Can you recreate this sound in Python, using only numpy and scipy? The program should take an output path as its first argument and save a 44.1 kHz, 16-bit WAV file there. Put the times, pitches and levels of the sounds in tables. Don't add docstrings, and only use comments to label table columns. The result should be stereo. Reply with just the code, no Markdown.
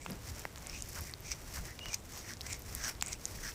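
import sys
import numpy as np
from scipy import signal
from scipy.io import wavfile

SR = 44100
rng = np.random.default_rng(int(sys.argv[2]) if len(sys.argv) > 2 else 0)


def transcribe(u):
    v = np.clip(np.atleast_2d(u).T, -1, 1)
    q = np.round(v * 32767).astype(np.int16)
    wavfile.write(sys.argv[1], SR, q)


N = 156114
TIME = np.arange(N) / SR

# peak_s, rise_s, fall_s, level_db, mouth_hz, mouth_db, teeth_hz, glide_octaves_per_s
RASP_STROKES = [(.03, 0.02, 0.022, -54.5, 2260, -3, 7150, 2), (.757, 0.028, 0.024, -47, 2600, -7, 6200, 2),
                (.76, 0.074, 0.033, -58, 2580, 5, 5900, 2.5),
                (1.085, 0.039, 0.029, -58.5, 2030, 3.5, 5730, -0.5),
                (1.3, 0.038, 0.045, -49, 2320, -6.5, 6100, -0.5),
                (1.322, 0.0071, 0.0076, -37.5, 2410, -4.5, 5740, 2),
                (1.688, 0.021, .026, -57, 1900, 5, 5700, 1), (1.93, 0.058, 0.037, -48, 2340, -8.5, 6300, 2),
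                (1.944, 0.0061, 0.0033, -35.5, 2370, -8, 6400, 1),
                (2.17, 0.036, .04, -51.5, 1950, -16, 6300, -0.5),
                (2.306, 0.039, 0.023, -49.5, 1860, 0, 5500, -2.5),
                (2.468, 0.016, 0.0079, -53, 2130, 2.5, 5900, 13),
                (2.533, 0.032, 0.017, -45.5, 2210, -3, 6840, -2),
                (2.867, 0.054, 0.026, -43, 1640, -2.5, 5840, -1.5),
                (3.075, 0.028, 0.04, -49, 2360, -3, 6950, 2.5),
                (3.128, 0.0075, 0.0096, -42, 2370, -8, 6500, -4),
                (3.478, 0.046, 0.018, -45.5, 1720, -0.5, 5740, -0.8)]
# peak_s, rise_s, fall_s, level_db, underfur_db
FUR_STROKES = [(.11, 0.034, 0.049, -54.5, 2), (.285, 0.052, 0.036, -49.5, -7), (.4, 0.054, 0.046, -51, -2),
               (.72, 0.18, 0.063, -56.5, -0.5), (.894, 0.094, 0.019, -54, -11),
               (.965, 0.036, 0.083, -45.5, -14), (1.32, 0.11, 0.39, -55.5, -3.5),
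               (1.56, 0.048, 0.026, -46, -13.5), (1.66, 0.025, 0.036, -50, -6.5),
               (1.885, 0.042, 0.048, -61, 7), (2.175, 0.069, 0.043, -50.5, -5.5),
               (2.29, 0.035, 0.034, -50.5, -4.5), (2.53, 0.081, 0.041, -52, -2.5),
               (2.75, 0.078, 0.11, -49.5, -6.5), (2.892, 0.036, 0.018, -43.5, -4.5),
               (3.11, 0.096, 0.025, -55.5, 2.5), (3.33, 0.1, 0.074, -51, -5.5),
               (3.47, 0.052, 0.052, -48.5, -8.5)]
# start_s, level_db, pitch_hz, t60_s, snap_db
SALIVA_CLICKS = [(0.062, -30, 1070, 0.0044, -1), (0.0636, -32.5, 2710, 0.0025, 3),
                 (0.1006, -39.5, 495, 0.012, 12.5), (.1073, -30, 11400, 0.0011, -15),
                 (0.1193, -34.5, 4960, 0.0036, -13), (0.2885, -34.5, 6200, 0.0011, 3),
                 (0.3949, -32.5, 7260, 0.003, -12), (.3949, -32.5, 12100, .0012, -14),
                 (0.4528, -26, 2040, 0.0086, 3), (.453, -26, 690, 0.002, 0),
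                 (0.5595, -39, 4970, 0.00059, 12), (.5762, -51, 2200, 0.0023, 22),
                 (.5821, -36, 7150, .003, -10), (0.6639, -36.5, 2680, 0.0024, -11),
                 (0.6705, -25.5, 7600, 0.0011, -9), (0.6971, -30.5, 5500, 0.0052, 0),
                 (0.807, -32, 6300, 0.0019, -14), (.8231, -20, 7300, 0.00085, -39),
                 (0.8915, -30.5, 11500, 0.0012, -10), (0.897, -38, 6000, 0.00091, -10),
                 (1.009, -26.5, 11900, 0.0011, -13), (1.1123, -34, 8800, 0.0019, -15),
                 (1.138, -28, 4420, 0.0053, 3), (1.206, -37, 13700, 0.0016, -18),
                 (1.263, -37, 5800, .003, -5), (1.3175, -21.5, 6140, 0.0023, -0.5),
                 (1.7907, -32, 3530, 0.0017, -24), (1.7931, -42.5, 2480, 0.0087, 17),
                 (1.8582, -39, 2080, 0.007, 18), (1.8853, -33, 5800, 0.0014, 6),
                 (1.932, -26, 5900, 0.0038, 1.5), (1.9425, -28, 4870, 0.0053, -13),
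                 (1.9436, -18.5, 6160, 0.0038, -32), (1.945, -31, 13300, 0.0024, -20),
                 (2.1753, -36, 13300, 0.0023, 9), (2.3363, -27.5, 5500, 0.00088, -26),
                 (2.3703, -36.5, 5370, 0.002, -12), (2.4092, -26.5, 3980, 0.0027, -34),
                 (2.412, -36.5, 12000, .0015, -15), (2.4148, -28, 5200, 0.002, -30),
                 (2.4661, -29.5, 5700, 0.0023, 1), (2.4696, -31.5, 8240, 0.002, -1),
                 (2.5288, -20.5, 6950, 0.00096, -25), (2.5326, -21.5, 6300, 0.00094, -26),
                 (2.5939, -32, 14100, 0.00084, -7), (2.621, -36, 6500, 0.0014, -12),
                 (2.6212, -35, 12500, .001, -10), (2.7509, -16, 9900, 0.00023, -27),
                 (2.8473, -33, 6150, 0.0018, -10), (2.9521, -41.5, 4460, 0.0046, -15),
                 (3.012, -22, 4700, 0.0013, -34), (3.0247, -18, 7200, 0.0031, 8.5),
                 (3.0622, -27, 7600, 0.0025, -18), (3.0709, -27.5, 6400, 0.0028, -15),
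                 (3.0828, -27, 8200, .003, 0), (3.1216, -34, 6500, .002, -14),
                 (3.1309, -20, 6270, 0.0014, -19), (3.2549, -16.5, 6720, 0.002, -36),
                 (3.5199, -38.5, 3500, 0.0015, 1)]
# peak_s, half_length_s, level_db, pitch_hz
HEAD_BUMPS = [(0.117, 0.025, -42.5, 166.6), (0.314, 0.019, -43.5, 69.6), (0.725, 0.031, -50.5, 70),
              (1.005, 0.044, -44.5, 68), (1.603, 0.029, -43, 62), (1.886, 0.015, -45, 58.6),
              (2.522, 0.058, -49.5, 65.5), (2.766, 0.073, -47, 65), (3.112, 0.016, -47, 65),
              (3.404, 0.063, -46, 62)]
# peak_s, half_length_s, level_db
TONGUE_PRESSES = [(0.98, .017, -47), (1.045, 0.0034, -55), (1.574, .015, -48.5)]
# peak_s, half_length_s, pitch_hz, level_db
SQUEAK_CHIRPS = [(1.815, 0.0058, 2840, -48), (1.837, 0.0066, 2920, -45.5), (1.869, 0.0066, 2900, -48.5),
                 (1.892, .0035, 2850, -47), (1.906, .004, 2430, -47), (1.928, 0.0066, 2303, -53),
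                 (1.94, 0.0032, 2399, -45.5)]

# frequency_hz, density_db_per_hz
RASP_SPECTRUM = [(300, -34), (1200, -42), (2400, -4), (3400, -2.5), (4700, -0.5), (5800, 8), (7000, -7),
                 (8000, 3.5), (9500, -17.5), (16000, -9)]
# frequency_hz, density_db_per_hz
FUR_SPECTRUM = [(200, -19), (900, -13.5), (2000, 1), (3400, -8.5), (5600, 3.5), (7500, -1), (10000, -7),
                (15500, -6)]
# frequency_hz, density_db_per_hz
UNDERFUR_SPECTRUM = [(60, 2.5), (200, 1.5), (500, 3), (1300, -0.5), (2200, -3), (3500, -10), (16000, -33)]
# frequency_hz, density_db_per_hz
SNAP_SPECTRUM = [(200, -1), (450, -17), (750, 2.5), (2500, 1.5), (4000, -1), (7000, -3), (10000, -17),
                 (16000, -6)]
# frequency_hz, density_db_per_hz
ROOM_SPECTRUM = [(12, -20), (22, 0.5), (66, 1.5), (130, -1.5), (180, -8), (310, -9.5), (450, -13),
                 (1200, -20.5), (2200, -27), (3800, -26.5), (5700, -36), (7300, -29.5), (10000, -31.5),
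                 (15500, -36.5)]

ROOM_DB = -51
HUM_HZ, HUM_WIDTH_HZ, HUM_DB = 62, 21.6, -59
SWELL_POWER = 1.73
BARBS_PER_S, BARB_SPREAD_DB = 3400, 1.4
HAIRS_PER_S, HAIR_SPREAD_DB = 22000, 2.5
CLUMP_HZ, CLUMP_DB = 213, 2.5
DRAG_HZ, DRAG_DB = 30.3, 1.5
MOUTH_WIDTH_HZ = 540
TEETH_WIDTH_HZ, TEETH_SHARE = 1540, 0.44
SNAGS_PER_S, SNAG_DB = 100, -62
CLICK_RISE_S, CLICK_ECHO_DB, CLICK_ECHO_T60_S = 0.00007, -11, 0.0044
CLICK_UPPER_RATIO, CLICK_UPPER_DB = 1.26, -20.5
CLICK_BASS_CUT = 0.51
BUMP_SAG, BUMP_WAVER = 0.18, 0.307
BUMP_WIDTH, BUMP_SCUFF_DB = 0.755, -10
PRESS_HZ, PRESS_WIDTH_HZ = 1260, 1340
SQUEAK_WAVER, SQUEAK_WAVER_HZ = 0.01, 77
SQUEAK_FRAY_DB, SQUEAK_FRAY_HZ = 3, 250
WALL_DB, WALL_T60_S = -24, 0.12
EDGE_HZ = 15550


def amp(db):
    return 10 ** (np.asarray(db) / 20)


def unit(x):
    return x / np.sqrt(np.mean(x ** 2) + 1e-20)


def add(mix, start_s, sound):
    part = mix[max(round(start_s * SR), 0):][:len(sound)]
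    part += sound[:len(part)]


def colour(x, points):
    points_hz, points_db = np.transpose(points)
    hz = abs(np.fft.fftfreq(8192, 1 / SR))
    gain_db = np.interp(np.log(hz + 1), np.log(points_hz), points_db)
    log_gain = np.log(amp(gain_db))
    taps = np.fft.ifft(np.exp(np.conj(signal.hilbert(log_gain)))).real
    causal_taps = taps[:len(taps) // 2]
    return signal.fftconvolve(x, causal_taps)[:len(x)]


def resonate(x, hz, width_hz):
    turn = np.exp(2j * np.pi * np.cumsum(hz * np.ones(len(x))) / SR)
    radius = np.exp(-np.pi * width_hz / SR)
    poles = [1, -2 * radius, radius * radius]
    smooth = signal.lfilter([(1 - radius) ** 2], poles, x / turn + 1e-18)
    return (turn * smooth).real


def wander(rate_hz):
    return unit(resonate(rng.standard_normal(N), 0, 2 * rate_hz))


def swell(peak, rise, fall):
    scale = np.where(TIME < peak, rise, fall)
    return np.exp(-abs((TIME - peak) / scale) ** SWELL_POWER / 2)


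def grains(per_s, spread_db):
    size = amp(spread_db * np.minimum(rng.exponential(1, N), 4))
    bunching = amp(CLUMP_DB * wander(CLUMP_HZ) + DRAG_DB * wander(DRAG_HZ))
    sign = rng.choice([-1, 1], N)
    released = rng.random(N) < per_s / SR
    return size * bunching * sign * released


def room_tone():
    air = unit(colour(rng.standard_normal(N), ROOM_SPECTRUM))
    hum = unit(resonate(rng.standard_normal(N), HUM_HZ, HUM_WIDTH_HZ))
    return amp(ROOM_DB) * air + amp(HUM_DB) * hum


def rasps():
    out = np.zeros(N)
    for peak, rise, fall, db, mouth_hz, mouth_db, teeth_hz, glide in RASP_STROKES:
        barbs = grains(BARBS_PER_S, BARB_SPREAD_DB)
        jaw = 2 ** (glide * np.clip(TIME - peak, -2 * rise, 2 * fall))
        teeth = unit(resonate(barbs, teeth_hz * jaw, TEETH_WIDTH_HZ))
        wide = unit(colour(barbs, RASP_SPECTRUM))
        bright = unit(np.sqrt(1 - TEETH_SHARE) * wide + np.sqrt(TEETH_SHARE) * teeth)
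        hollow = amp(mouth_db) * unit(resonate(barbs, mouth_hz * jaw, MOUTH_WIDTH_HZ))
        out += amp(db) * swell(peak, rise, fall) * (bright + hollow)
    return out


def brushes():
    tip_power, deep_power = np.zeros(N), np.zeros(N)
    for peak, rise, fall, db, underfur_db in FUR_STROKES:
        stroke = swell(peak, rise, fall)
        tip_power += (amp(db) * stroke) ** 2
        deep_power += (amp(db + underfur_db) * stroke) ** 2
    tips, deep = np.sqrt(tip_power), np.sqrt(deep_power)
    ticks = colour(grains(SNAGS_PER_S, HAIR_SPREAD_DB), FUR_SPECTRUM)
    snags = amp(SNAG_DB) * unit(np.sqrt(tips) * ticks)
    hiss = unit(colour(grains(HAIRS_PER_S, HAIR_SPREAD_DB), FUR_SPECTRUM))
    rub = unit(colour(rng.standard_normal(N), UNDERFUR_SPECTRUM))
    return tips * hiss + snags + deep * rub


def click(db, hz, t60, snap_db):
    t = np.arange(SR // 40) / SR
    lower = np.sin(2 * np.pi * hz * t)
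    upper = amp(CLICK_UPPER_DB) * np.sin(2 * np.pi * CLICK_UPPER_RATIO * hz * t)
    onset = 1 - np.exp(-t / CLICK_RISE_S)
    ring = (lower + upper) * onset * np.exp(-np.log(1000) * t / t60)
    ring = signal.lfilter(*signal.butter(2, CLICK_BASS_CUT * hz, "high", fs=SR), ring)
    snap = colour(1.0 * (t == 0), SNAP_SPECTRUM)
    pop = ring / abs(ring).max() + amp(snap_db) * snap / abs(snap).max()
    scatter = rng.standard_normal(len(t)) * t * np.exp(-np.log(1000) * t / CLICK_ECHO_T60_S)
    echo = signal.fftconvolve(pop, scatter / np.linalg.norm(scatter))[:len(t)]
    return amp(db) * (pop + amp(CLICK_ECHO_DB) * echo)


def saliva():
    out = np.zeros(N)
    for start_s, *shape in SALIVA_CLICKS:
        add(out, start_s, click(*shape))
    return out


def bumps():
    out = np.zeros(N)
    for peak, half, db, hz in HEAD_BUMPS:
        give = 1 - BUMP_SAG * np.tanh((TIME - peak) / half)
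        waver = 1 + BUMP_WAVER * wander(BUMP_WIDTH * hz / 2)
        turns = np.cumsum(hz * give * waver) / SR
        thud = unit(np.sin(2 * np.pi * turns))
        scuff = unit(resonate(rng.standard_normal(N), 2 * hz, 3 * hz))
        out += amp(db) * swell(peak, half, half) * (thud + amp(BUMP_SCUFF_DB) * scuff)
    return out


def presses():
    push = sum(amp(db) * swell(peak, half, half) for peak, half, db in TONGUE_PRESSES)
    barbs = grains(BARBS_PER_S, BARB_SPREAD_DB)
    return push * unit(resonate(barbs, PRESS_HZ, PRESS_WIDTH_HZ))


def squeak():
    peaks, _, pitches, _ = np.transpose(SQUEAK_CHIRPS)
    nearest = abs(TIME[:, None] - peaks).argmin(axis=1)
    waver = 1 + SQUEAK_WAVER * wander(SQUEAK_WAVER_HZ)
    turns = np.cumsum(pitches[nearest] * waver) / SR
    fray = amp(SQUEAK_FRAY_DB * wander(SQUEAK_FRAY_HZ))
    tone = unit(np.sin(2 * np.pi * turns) * fray)
    chirps = sum(amp(db) * swell(peak, half, half) for peak, half, _, db in SQUEAK_CHIRPS)
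    return chirps * tone


def walls(x):
    t = TIME[:SR // 2]
    tail = rng.standard_normal(len(t)) * np.exp(-np.log(1000) * t / WALL_T60_S)
    reverb = signal.fftconvolve(x, tail / np.linalg.norm(tail))[:N]
    return x + amp(WALL_DB) * reverb


def scene():
    background = room_tone() + bumps()
    grooming = rasps() + brushes() + presses() + squeak() + saliva()
    mono = background + walls(grooming)
    return np.array([mono, mono])


def record(dry):
    taps = signal.firwin(401, EDGE_HZ, window=("kaiser", 8), fs=SR)
    return signal.oaconvolve(dry, taps[None], "same")


dry = scene()
out = record(dry)
transcribe(out)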